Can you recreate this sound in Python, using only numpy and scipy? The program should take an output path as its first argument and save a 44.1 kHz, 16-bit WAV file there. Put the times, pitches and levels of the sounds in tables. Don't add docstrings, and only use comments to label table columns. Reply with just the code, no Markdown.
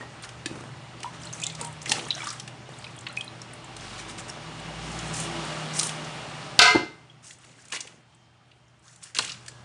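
import sys
import numpy as np
from scipy import signal
from scipy.io import wavfile

SR = 44100
rng = np.random.default_rng(int(sys.argv[2]) if len(sys.argv) > 2 else 0)


def store_pcm(level_fs):
    pcm = np.round(np.clip(level_fs, -1, 1) * 32767).astype(np.int16)
    wavfile.write(sys.argv[1], SR, np.atleast_2d(pcm).T)


def makeup_ratio(level_db):
    decades = np.asarray(level_db, float) / 20
    return 10 ** decades


N = 425124

# t/s, peak level/dB, centre f/Hz
SPLATS = [(0.2902, -29, 2970), (0.4586, -15.5, 2900), (1.0033, -33, 3200), (1.031, -19, 2530),
          (1.55, -26, 4800), (1.894, -12, 4300), (1.913, -13, 4500), (1.9175, -2, 3300),
          (2.2702, -19.5, 1270), (2.303, -19.5, 4970), (2.3975, -21.5, 4480), (2.4762, -26, 2350),
          (3.167, -27, 4150), (3.2091, -25, 3450), (3.7655, -25.5, 5500), (4.1827, -28.5, 2700),
          (5.7945, -6, 5630), (5.811, -18, 3520), (5.831, -16, 4500), (1.4365, -21, 6550),
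          (5.8923, -19, 2560), (7.2667, -39, 3800), (7.3082, -31, 2700), (7.652, -36, 6560),
          (7.7224, -18.5, 3000), (7.8722, -31, 2770), (9.148, -21, 5560), (9.1535, -27, 4750),
          (9.1862, -5.5, 3330), (9.199, -25, 3000), (9.2465, -20, 3260), (9.4617, -32.5, 2700),
          (9.4803, -24.5, 5200)]
# t/s, peak level/dB, centre f/Hz
PATS = [(0.237, -37.5, 1870), (0.5547, -32, 1970), (.008, -25.5, 1500), (1.498, -22, 3300),
        (1.876, -26, 3700), (1.858, -15.5, 2230), (1.992, -18.5, 3080), (2.0388, -32, 3180),
        (2.0842, -25, 2170), (2.1057, -14, 3600), (2.823, -34, 1276), (2.8414, -24, 3020),
        (3.0662, -15.5, 2400), (3.1742, -34, 2620), (7.4423, -40, 2890), (7.733, -29, 2000),
        (7.748, -23, 4500), (7.761, -17.5, 2600), (7.768, -23, 3200), (7.59, -42, 2500), (2.822, -34, 3700),
        (8.5136, -38, 3100), (8.8795, -35.5, 4770), (9.1667, -13, 3030), (9.274, -22, 3050),
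        (9.2937, -18.5, 3700), (9.3179, -20, 4630)]
# t/s, peak level/dB, centre f/Hz
SPITS = [(0.223, -32, 8600), (1.327, -21.5, 6760), (1.3993, -25, 7100), (1.416, -22, 6800),
         (1.857, -22, 6500), (1.885, -26, 8500), (9.225, -23, 8000), (9.246, -28, 8200),
         (1.4353, -16, 7000), (1.4652, -14.5, 7500), (1.611, -17.5, 8300), (1.646, -20.5, 8300),
         (1.8158, -26.5, 6300), (2.9877, -31, 7300), (3.416, -29, 6830), (3.807, -31, 5500),
         (4.2985, -34, 7500), (4.989, -20.5, 6060), (5.1377, -22, 7700), (5.1991, -17.5, 8060),
         (5.736, -24, 7000), (5.765, -24, 8560), (5.785, -24, 8300), (5.79, -8, 8600), (5.829, -13, 9000),
         (5.838, -19, 9000), (7.243, -39, 7500), (7.27, -36, 8000), (7.446, -39, 8500),
         (5.868, -16.5, 8500), (7.6825, -34, 8290), (7.7025, -34, 7980), (7.805, -16.5, 6000),
         (8.959, -36.5, 8200), (9.0305, -30, 8200), (9.0361, -24, 8200)]
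# t/s, peak level/dB, centre f/Hz
CLOSE_PATS = [(1.826, -26, 9000), (2.082, -28, 8800), (2.243, -26, 9000), (2.277, -24, 4000),
              (2.328, -26, 8500), (7.295, -36, 6500), (7.33, -36, 7500), (7.49, -41, 2900),
              (7.515, -43, 5000), (7.62, -43, 6000), (9.024, -36, 3000), (9.147, -24, 2400),
              (9.188, -12, 1300), (9.222, -21, 3000), (9.481, -27, 2000), (9.482, -25, 9000)]
# t/s, peak level/dB, centre f/Hz
TICKS = [(1.2168, -35, 7560), (1.2321, -26, 5200), (1.2516, -28, 7840), (1.5219, -31, 8000),
         (1.6676, -27, 8560), (1.726, -32, 8830), (1.901, -18, 6500), (2.0502, -26, 6050),
         (2.149, -22, 5700), (2.2394, -25, 6080), (2.2872, -18.5, 5370), (2.3255, -28, 8400),
         (2.786, -31, 7730), (2.9625, -33, 9210), (3.0078, -34, 7760), (3.0842, -34, 7360),
         (3.1253, -35.5, 8490), (3.1829, -30, 8670), (3.2425, -31, 8850), (3.5334, -28.5, 8900),
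         (3.6431, -31.5, 7600), (4.5984, -32.5, 8400), (4.9252, -33, 5420), (5.4494, -28.5, 7540),
         (6.045, -27, 6890), (7.3844, -42, 8050), (8.1466, -45, 8180), (8.68, -50.5, 6000),
         (1.47, -24, 3580), (1.438, -21, 2900), (8.7914, -49.5, 8430)]
# t/s, peak level/dB, centre f/Hz
THUDS = [
    (2.062, -24, 300),
    (2.3, -41, 350),
    (7.73, -22.5, 810),
    (6.752, -13, 400),
    (9.187, -21, 420),
]
# t/s, peak level/dB, centre f/Hz
TAPS = [(.555, -25.5, 500), (.607, -26, 550), (.638, -28, 500), (.69, -30, 700), (1.993, -24.5, 600),
        (2.011, -25, 500), (2.039, -28, 450), (2.057, -29, 350), (2.69, -25, 400), (2.72, -31, 452),
        (7.85, -37, 500), (7.802, -38, 500), (2.11, -30, 1500)]
# start t/s, length/s, splash level/dB, gurgle re splash/dB
STROKES = [(0, 0.05, -55.5, 14.5), (0.467, 0.27, -57.5, 13), (0.976, 0.19, -59, 1), (1.189, 0.15, -51, -25),
           (1.576, 0.11, -46, -6), (1.859, 0.15, -39.5, -2), (1.93, 0.2, -46, 2), (2.652, 0.39, -57, -6),
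           (7.36, 0.27, -60, -5), (7.54, 0.29, -60, -11), (7.757, 0.28, -60, 1.5), (9.303, 0.4, -60, -3)]
# start t/s, length/s, fizz level/dB, splash re fizz/dB
TEARS = [(0.228, 0.036, -44, 3), (1.126, 0.066, -56, 5), (1.317, 0.13, -48, -2), (2.105, 0.33, -48, 5),
         (3.75, 0.39, -53.5, 9), (3.977, 0.054, -50.5, 4), (4.078, 0.054, -45, 1), (4.175, 0.042, -42.5, 0),
         (4.276, 0.039, -45, 0), (4.8, 0.45, -48.5, 1), (5.125, 0.16, -34.5, -30),
         (5.727, 0.21, -33.5, -10), (7.22, 0.16, -50, -6), (7.716, 0.07, -38.5, 1),
         (8.816, 0.21, -58, -4.5), (9.008, 0.12, -51.5, -2.5), (9.146, 0.05, -42, 2),
         (9.16, 0.22, -43.5, 0)]
# t/s, peak level/dB, f/Hz
DRIPS = [(0.246, -29, 1750), (1.3, -33, 3650), (1.245, -37, 2900), (1.292, -33, 2900), (1.381, -37, 2360),
         (1.459, -28, 3700), (2.117, -22, 3770), (2.127, -23, 3480), (2.137, -31, 3800), (2.143, -28, 4050),
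         (2.158, -31, 4000), (2.181, -28, 3900), (1.53, -35, 2300), (1.2, -38, 6100), (1.335, -19.5, 6330),
         (1.443, -27, 5500), (1.466, -18, 7100), (1.424, -30, 7100), (3.417, -23, 5500), (2.4, -30, 3140),
         (2.085, -35, 2160), (2.219, -24, 3350), (1.271, -25, 4140), (1.421, -30, 2500),
         (1.4265, -25, 2460), (1.436, -22, 3430), (2.1053, -7, 3880), (2.2043, -24, 2270),
         (2.2189, -24.5, 2210), (2.8663, -28.5, 2460), (3.1729, -14, 2440), (3.209, -18.5, 3170),
         (3.2787, -26, 3950), (4.2985, -21, 5500), (7.7, -42, 2400)]
# t/s, peak level/dB, f/Hz, t60/s
PLOPS = [(1.044, -20, 920, 0.05), (1.612, -22, 900, 0.08), (1.633, -32, 910, .07), (1.648, -33, 890, .06),
         (1.664, -34, 900, .14), (1.604, -30, 520, .06), (1.47, -33, 2050, .15), (1.057, -23, 960, .08),
         (1.043, -27, 1300, .02), (1.94, -31, 780, .1), (1.98, -31, 760, .06), (2.178, -31, 680, .05),
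         (1.615, -28, 450, .08), (3.07, -31.5, 1070, 0.046), (3.096, -36, 1350, .05),
         (3.174, -30, 2420, 0.18), (3.094, -37, 3950, 0.05), (7.098, -38, 3200, .04),
         (7.586, -44, 1580, .05), (7.306, -38, 1900, .03), (1.594, -32, 600, .06), (2.232, -28, 900, .04),
         (2.312, -27, 1250, .04), (1.629, -26, 1300, .015), (5.81, -25, 1200, .05),
         (1.917, -18.5, 820, 0.049), (2.164, -30, 657, 0.051), (1.9, -27, 880, 0.047),
         (2.204, -31, 1330, 0.044), (2, -45, 1300, .03), (2.1, -37, 960, .03), (1.917, -17, 1800, .03),
         (1.866, -27, 2000, 0.068), (0.011, -35, 1800, 0.09), (1.222, -41, 1300, .03),
         (2.269, -22, 1144, 0.067)]
# t/s, peak level/dB, f/Hz
SQUIRTS = [
    (1.432, -25, 2900),
    (1.465, -23, 3640),
    (1.5, -35, 3700),
    (2.256, -33, 3500),
    (2.738, -34, 3600),
    (3.068, -20, 4160),
]
# t/s, peak level/dB, f/Hz, t60/s
BUMPS = [
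    (.46, -22.5, 307, 0.075),
    (.513, -19, 303, 0.024),
    (.526, -21, 330, 0.025),
    (6.748, -9, 341, 0.074),
    (6.757, -5, 311, 0.044),
    (6.768, -12, 395, 0.047),
    (6.75, -12, 878, 0.035),
    (6.75, -27, 130.4, 0.36),
]
# f/Hz, level/dB, t60/s
BASIN = [(867, -18, 0.03), (1762, -0.5, 0.046), (2562, -0.5, .055), (3420, -5, 0.033), (4540, -20, .033)]
# f/Hz, level/dB, t60/s
BLADE = [(2920, -37, .02), (4800, -40, .012), (7250, -37, .025), (8130, -34, .025)]
# t/s, blow level/dB, crack level/dB
KNIFE = [
    (6.591, -16.5, 12.5),
    (6.6165, -19, 3),
    (6.62, -25.5, 2),
    (6.626, -28, -3),
    (6.655, -23, -14),
    (6.675, -25, -7),
    (6.753, -34, -14.5),
    (6.796, -50, -28),
]
# level/dB, t60/s
SINK = [(-5, .4), (5, 0.25), (1, 0.3), (-4, .3), (-3, 0.3), (-8, .15), (-3, 0.25), (-14, .3), (-6, 0.55),
        (2.5, 0.55), (1, .3), (0, 0.14), (-2.5, .5), (-6, .35), (-5, .25), (-1, .3), (-3, .15), (-9, .12),
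        (-8, .2), (4.5, .1), (-12, .15), (-14, .2), (-14, .06), (-11, .1), (-16.5, .15), (-13, .4),
        (-9, .3), (-4, .25), (-4, .25), (-7, .08), (-11, .5)]
SINK_HZ = [428, 719, 1000, 1241, 1271, 1330, 1408, 1440, 2066, 1524, 1592, 2050, 2083, 2140, 2384, 2668,
           2901, 3451, 3657, 4297, 4791, 5383, 6400, 7140, 8075, 1978, 2303, 2580, 2720, 3940, 1503]
# t/s, firing f/Hz
ENGINE = [
    (3.2, 40.1),
    (3.9, 48.5),
    (4.85, 57.5),
    (5.4, 61.5),
    (6.6, 70.3),
    (7.6, 75.3),
]
# f/Hz, width/Hz, level/dB
WINDOW = [(48.5, 3.7, -50), (57.5, 2.8, -46), (61.5, 0.92, -55.5), (66.94, 3.6, -62), (96.5, 16, -52.5),
          (119, 2.9, -44), (136.8, 4.2, -49.5), (150, 3, -61), (168, 3.3, -46)]
# middle t/s, length/s, f/Hz, glide/(Hz/s), level/dB
DRONES = [
    (0.77, 0.31, 140, -17.5, -48.5),
    (1.9, 3.1, 151, -18, -49),
    (5.45, 3.2, 156, -2, -42.5),
    (5.15, 0.81, 169, -13.5, -46),
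    (5.35, 0.37, 336.4, -23.5, -43.5),
]
# middle t/s, length/s, f/Hz, glide/(Hz/s), level/dB
WHINES = [
    (.3, 3.6, 1960, 0, -63),
    (9.56, .22, 1667, 0, -64),
    (8.6, 8, 3150, 0, -77),
]
# t/s, level/dB
STREET = [(0, -47), (.6, -49), (1.5, -45), (2.6, -48), (3.5, -45), (4, -42), (4.5, -40), (5.2, -33.5),
          (5.5, -32.5), (6, -35), (6.6, -38.5), (6.95, -48), (7.4, -49), (9.64, -54)]
# f/Hz, level per Hz/dB
STREET_COLOUR = [(18, -58), (30, -31), (54, -24.5), (88, -28), (157, -0.5), (276, -8.5), (327, -7),
                 (438, -13), (601, -11), (679, -10.5), (909, -15), (2860, -21.5), (10200, -42),
                 (13200, -63), (22000, -120)]
# f/Hz, width/Hz, level/dB
STREET_RINGS = [(243, 13, -0.3), (332, 14, 1), (420, 20, -1.5), (598.4, 21, 1), (782, 40, 2),
                (912, 13, 1.5), (994, 20, 0.4), (1155, 25, 2.5), (1282, 22, 2.5), (2868, 43, 0.5)]
# f/Hz, level per Hz/dB
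ROOM_AIR = [(28, -54.5), (50, -16.5), (86, -10), (150, -4), (200, -18.5), (440, -28), (870, -19),
            (2500, -25.5), (3150, -27), (3600, -27.5), (10200, -39.5), (11500, -60)]
# t/s, gain/dB
GAIN = [
    (0, 0),
    (6.7, -3),
    (6.95, -8),
    (7.4, -13),
    (9.1, -12.5),
    (9.3, -6),
    (9.64, -3.5),
]

BLADE_FROM_S = 7.2
SHARP_ATTACK_S, SOFT_ATTACK_S = 0.0004, 0.0009
DRIP_CYCLES, SQUIRT_CYCLES = 60, 55


def rms_one(x):
    return x / np.sqrt(np.mean(x ** 2) + 1e-20)


def in_time(rows):
    times_s, *columns = np.transpose(rows)
    return [np.interp(np.arange(N) / SR, times_s, column) for column in columns]


def drift(rate_hz):
    r = np.exp(-80 * np.pi * rate_hz / SR)
    slow = signal.lfilter([1], [1, -2 * r, r * r], rng.standard_normal(N // 40 + 2002))[2000:]
    return np.interp(np.arange(N) / 40, np.arange(len(slow)), rms_one(slow))


def band(x, low_hz, high_hz):
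    edges_hz = [low_hz, min(high_hz, 0.45 * SR)]
    return signal.sosfilt(signal.butter(2, edges_hz, "band", fs=SR, output="sos"), x)


def ring(clicks, hz, t60_s):
    r, w = makeup_ratio(-60 / (t60_s * SR)), 2 * np.pi * hz / SR
    return signal.lfilter([0, np.sin(w)], [1, -2 * r * np.cos(w), r * r], clicks + 1e-18)


def add(out, s, piece):
    i = round(s * SR)
    out[i:i + len(piece)] += piece[:N - i]


def bursts(events, t60_s, width, snap_db=-60, attack_s=0.0036):
    out, t = np.zeros(N), np.arange(3000) / SR
    shape = (1 - np.exp(-t / attack_s)) * makeup_ratio(-60 * t / t60_s)
    for (s, peak_db, hz), white in zip(events, rng.standard_normal((len(events), 2, len(t)))):
        edges_hz = hz / width, min(hz * width, 10500)
        core = band(band(white[0] * shape, *edges_hz), *edges_hz)
        snap = band(white[1] * shape, 3100, 10100)
        slap = core / np.abs(core).max() + makeup_ratio(snap_db) * snap / np.abs(snap).max()
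        add(out, s, makeup_ratio(peak_db - 6.5) * slap)
    return out


def fizz(low_hz, high_hz, per_s, cycles, hiss):
    sizes = makeup_ratio(3.6 * np.minimum(rng.exponential(1, N), 4)) * rng.choice([-1, 1], N)
    born = rng.random(N) < per_s * makeup_ratio(5 * drift(25)) / SR
    pitches_hz, dealt = np.geomspace(low_hz, high_hz, 14), rng.integers(0, 14, N)
    grains = sum(ring(sizes * born * (dealt == k), hz, cycles / hz) for k, hz in enumerate(pitches_hz))
    grains = rms_one(band(grains, 0.98 * low_hz, 1.16 * high_hz))
    return rms_one(grains + hiss * rms_one(band(rng.standard_normal(N), low_hz, high_hz)))


def slosh():
    treble = fizz(5200, 10300, 2000, 35, 0.8)
    splash = fizz(1100, 5500, 600, 24, 0.8)
    gurgle = band(fizz(170, 1100, 220, 1.8, 0.44), 130, 1800)
    gates = np.zeros((3, N))
    strokes = [(s, length_s, db - 2.5, db, db + low_db) for s, length_s, db, low_db in STROKES]
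    tears = [(s, length_s, db, db + mid_db, db + mid_db - 15.5) for s, length_s, db, mid_db in TEARS]
    for s, length_s, *levels_db in strokes + tears:
        t = np.arange(round(length_s * SR)) / length_s / SR
        shape = np.clip(np.minimum(t / 0.22, (1 - t) / 0.5), 0, 1)
        for gate, level_db in zip(gates, levels_db):
            add(gate, s, makeup_ratio(level_db) * shape)
    return np.sum(gates * (treble, splash, gurgle), axis=0)


def bubbles(events, onset_s, rise_octaves):
    out, t = np.zeros(N), np.arange(9000) / SR
    shaking = makeup_ratio(2.5 * drift(40))
    for s, peak_db, hz, t60_s in events:
        pitch_hz = hz * 2 ** (rise_octaves * (0.6 - np.exp(-t / 0.0026)))
        shape = (1 - np.exp(-t / onset_s)) * makeup_ratio(-60 * t / np.clip(t60_s, 0.01, 0.3))
        sine = np.sin(2 * np.pi * np.cumsum(pitch_hz) / SR)
        add(out, s, makeup_ratio(peak_db - 6.0) * shape / shape.max() * sine)
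    return out * shaking


def ringing(events, cycles):
    return [(s, peak_db, hz, cycles / hz) for s, peak_db, hz in events]


def droplets():
    events = []
    for s, length_s, splash_db, _ in STROKES:
        if s >= BLADE_FROM_S:
            continue
        luck = rng.random((16, 3))[:int(length_s * 60)]
        for when, small, high in luck:
            peak_db = min(splash_db, -50) + 14 - 8 * small
            events.append((s + length_s * when, peak_db, 1900 * 2.6 ** high))
    return bubbles(ringing(events, DRIP_CYCLES), 0.0015, 0.2)


def knock():
    clicks = np.zeros(N)
    for s in (0.4587, 0.4612):
        clicks[round(s * SR)] = makeup_ratio(-26)
    return sum(makeup_ratio(level_db) * (-1) ** k * ring(clicks, hz, t60_s)
               for k, (hz, level_db, t60_s) in enumerate(BASIN))


def blade(water):
    late = water * (np.arange(N) > BLADE_FROM_S * SR)
    return sum(makeup_ratio(level_db) * ring(late, hz, t60_s) for hz, level_db, t60_s in BLADE)


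def knife():
    table, out = np.array(KNIFE), np.zeros(N)
    start_s = table[0, 0]
    at = np.round((table[:, 0] - start_s) * SR).astype(int)
    blows, hits = np.zeros((2, SR))
    blows[at], hits[at] = makeup_ratio(table[:, 1]), makeup_ratio(table[:, 2])
    tip_blows = blows * np.r_[makeup_ratio(-12), np.ones(SR - 1)]
    crack, rattle = (signal.lfilter([1], [1, -makeup_ratio(-60 / (t60_s * SR))], hits + 1e-18)
                     for t60_s in (0.025, 0.42))

    modes = [(hz, *mode) for hz, mode in zip(SINK_HZ, SINK)]
    thicket_hz = np.sort(rng.uniform(1300, 6000, size=90))
    for hz, luck in zip(thicket_hz, rng.uniform(-1.1, 1, size=90)):
        modes.append((hz, -22 - 4 * np.log2(hz / 2000) + 1.5 * luck, 700 / hz))
    sheet = np.zeros(SR)
    for k, (hz, level_db, t60_s) in enumerate(modes):
        drive = (tip_blows if hz < 1100 else blows) + makeup_ratio(-66) * rattle * rng.standard_normal(SR)
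        sheet += makeup_ratio(level_db) * (-1) ** k * ring(drive, hz, t60_s)
    t = np.arange(SR) / SR + start_s
    sheet *= makeup_ratio(-5 * np.clip((t - 6.725) / 0.03, 0, 1))

    noise = 0.77 * band(rng.standard_normal(SR) * crack, 3300, 5300)
    noise += makeup_ratio(-22) * band(rng.standard_normal(SR) * rattle, 2400, 5400)
    noise += 0.11 * (crack + 0.03 * rattle) * rng.standard_normal(SR)
    add(out, start_s, sheet + noise)
    return out


def kitchen(x):
    t60_s, first_echo_s = 0.36, 0.0063
    t = np.arange(SR // 2) / SR
    white = rng.standard_normal(len(t)) * np.clip(t / first_echo_s - 1, 0, 1)
    low = signal.lfilter(*signal.butter(1, 4500, fs=SR), white)
    tail = low * makeup_ratio(-60 * t / t60_s) + (white - low) * makeup_ratio(-60 * t / t60_s / 0.63)
    return signal.fftconvolve(x, tail / np.sqrt(np.sum(tail ** 2)))[:N]


def tone(hz, level_db, wobble_db):
    phase = 2 * np.pi * np.cumsum(hz) / SR
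    return np.sqrt(2) * makeup_ratio(level_db + wobble_db * drift(2.6)) * np.sin(phase)


def engine():
    t, out = np.arange(N) / SR, np.zeros(N)
    near_db = 0.59 * (in_time(STREET)[0] + 41) + in_time(GAIN)[0]
    near = makeup_ratio(near_db) * np.clip((t - 3.5) / 0.3, 0, 1)
    for order_hz in in_time(ENGINE)[0] * [[1], [2], [3]]:
        window = sum(makeup_ratio(level_db) * np.exp(-((order_hz - hz) / width_hz) ** 2)
                     for hz, width_hz, level_db in WINDOW)
        out += near * window * tone(order_hz, 0, wobble_db=0.5)
    return out


def far_motors():
    t, out = np.arange(N) / SR, np.zeros(N)
    for s, length_s, hz, glide_hz_per_s, level_db in DRONES + WHINES:
        away = 2 * (t - s) / length_s
        faded_db = level_db - 19.5 * np.minimum(away ** 2, 4)
        out += (np.abs(away) < 1.5) * tone(hz + glide_hz_per_s * (t - s), faded_db, wobble_db=2.5)
    return out


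def banded_noise(spectrum, patchy_db, tilt_db=0):
    edges_hz = 28 * 2 ** np.arange(0, 8.7, 1 / 3)
    white = rng.standard_normal((2, N))
    table_hz, table_db = np.transpose(spectrum)
    out, power = 0, 0
    for k, (low, high) in enumerate(zip(edges_hz, edges_hz[1:])):
        hz = np.sqrt(low * high)
        level_db = np.interp(np.log(hz), np.log(table_hz), table_db)
        power += makeup_ratio(level_db) ** 2 * (high - low) * 2 / SR
        band_db = level_db + tilt_db * np.log2(hz / 1000) + patchy_db * drift(7.4)
        out = out + makeup_ratio(band_db) * band(white[k % 2], low, high)
    return out / np.sqrt(power)


def street():
    level_db, = in_time(STREET)
    tilt_db = 2.5 + 0.0644 * (level_db + 43.0)
    roar = makeup_ratio(level_db + 0.5) * banded_noise(STREET_COLOUR, 0.65, tilt_db)
    hollows = sum(makeup_ratio(ring_db) * signal.lfilter(*signal.iirpeak(hz, hz / np.clip(width_hz, 5, 200), SR), roar)
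                  for hz, width_hz, ring_db in STREET_RINGS)
    return roar + hollows


def background():
    hum = tone(np.full(N, 121), -50.5, wobble_db=1.0)
    air = makeup_ratio(-50.5) * banded_noise(ROOM_AIR, patchy_db=3.0)
    return makeup_ratio(in_time(GAIN)[0]) * (hum + air + street())


def scene():
    water = bursts(SPLATS, 0.033, 1.47, 1.5, SHARP_ATTACK_S)
    water += bursts(PATS, 0.04, 1.49, -18, SOFT_ATTACK_S)
    water += bursts(SPITS, 0.029, 1.22, -1.5, SOFT_ATTACK_S)
    water += bursts(TICKS, 0.018, 1.18) + bursts(THUDS, 0.082, 5.0) + slosh()

    drops = bubbles(ringing(DRIPS, DRIP_CYCLES), 0.0012, 0.1) + bubbles(PLOPS, 0.0012, 0.1)
    drops += bubbles(ringing(SQUIRTS, SQUIRT_CYCLES), 0.0015, 0.3)

    near = water + blade(water) + knock() + bursts(TAPS, 0.018, 2.6, -10, SOFT_ATTACK_S)
    near += bubbles(BUMPS, 0.0006, 0.044) + knife() * makeup_ratio(in_time(GAIN)[0])
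    echo = makeup_ratio(-11) * kitchen(near + makeup_ratio(-4) * drops)

    unechoed = droplets() + bursts(CLOSE_PATS, 0.035, 1.4, -12, SOFT_ATTACK_S)
    mix = near + echo + drops + unechoed + engine() + far_motors() + background()
    return mix[None]


def band_limit(x):
    return signal.sosfilt(signal.butter(12, 19000, fs=SR, output="sos"), x)


def record(dry):
    dry = signal.sosfilt(signal.butter(3, 42, "high", fs=SR, output="sos"), dry)
    top_hz = 10610 * 1.0626
    cut = signal.sosfilt(signal.cheby2(12, 60, top_hz, fs=SR, output="sos"), dry)
    image = cut * np.cos(2 * np.pi * 3000 * np.arange(N) / SR)
    for _ in range(3):
        image = band(image, 11500, 12500)
    mix = np.clip(cut + makeup_ratio(-21.5) * image, -1.0, 1.0)
    return band_limit(mix)


dry = scene()
out = record(dry)
store_pcm(out)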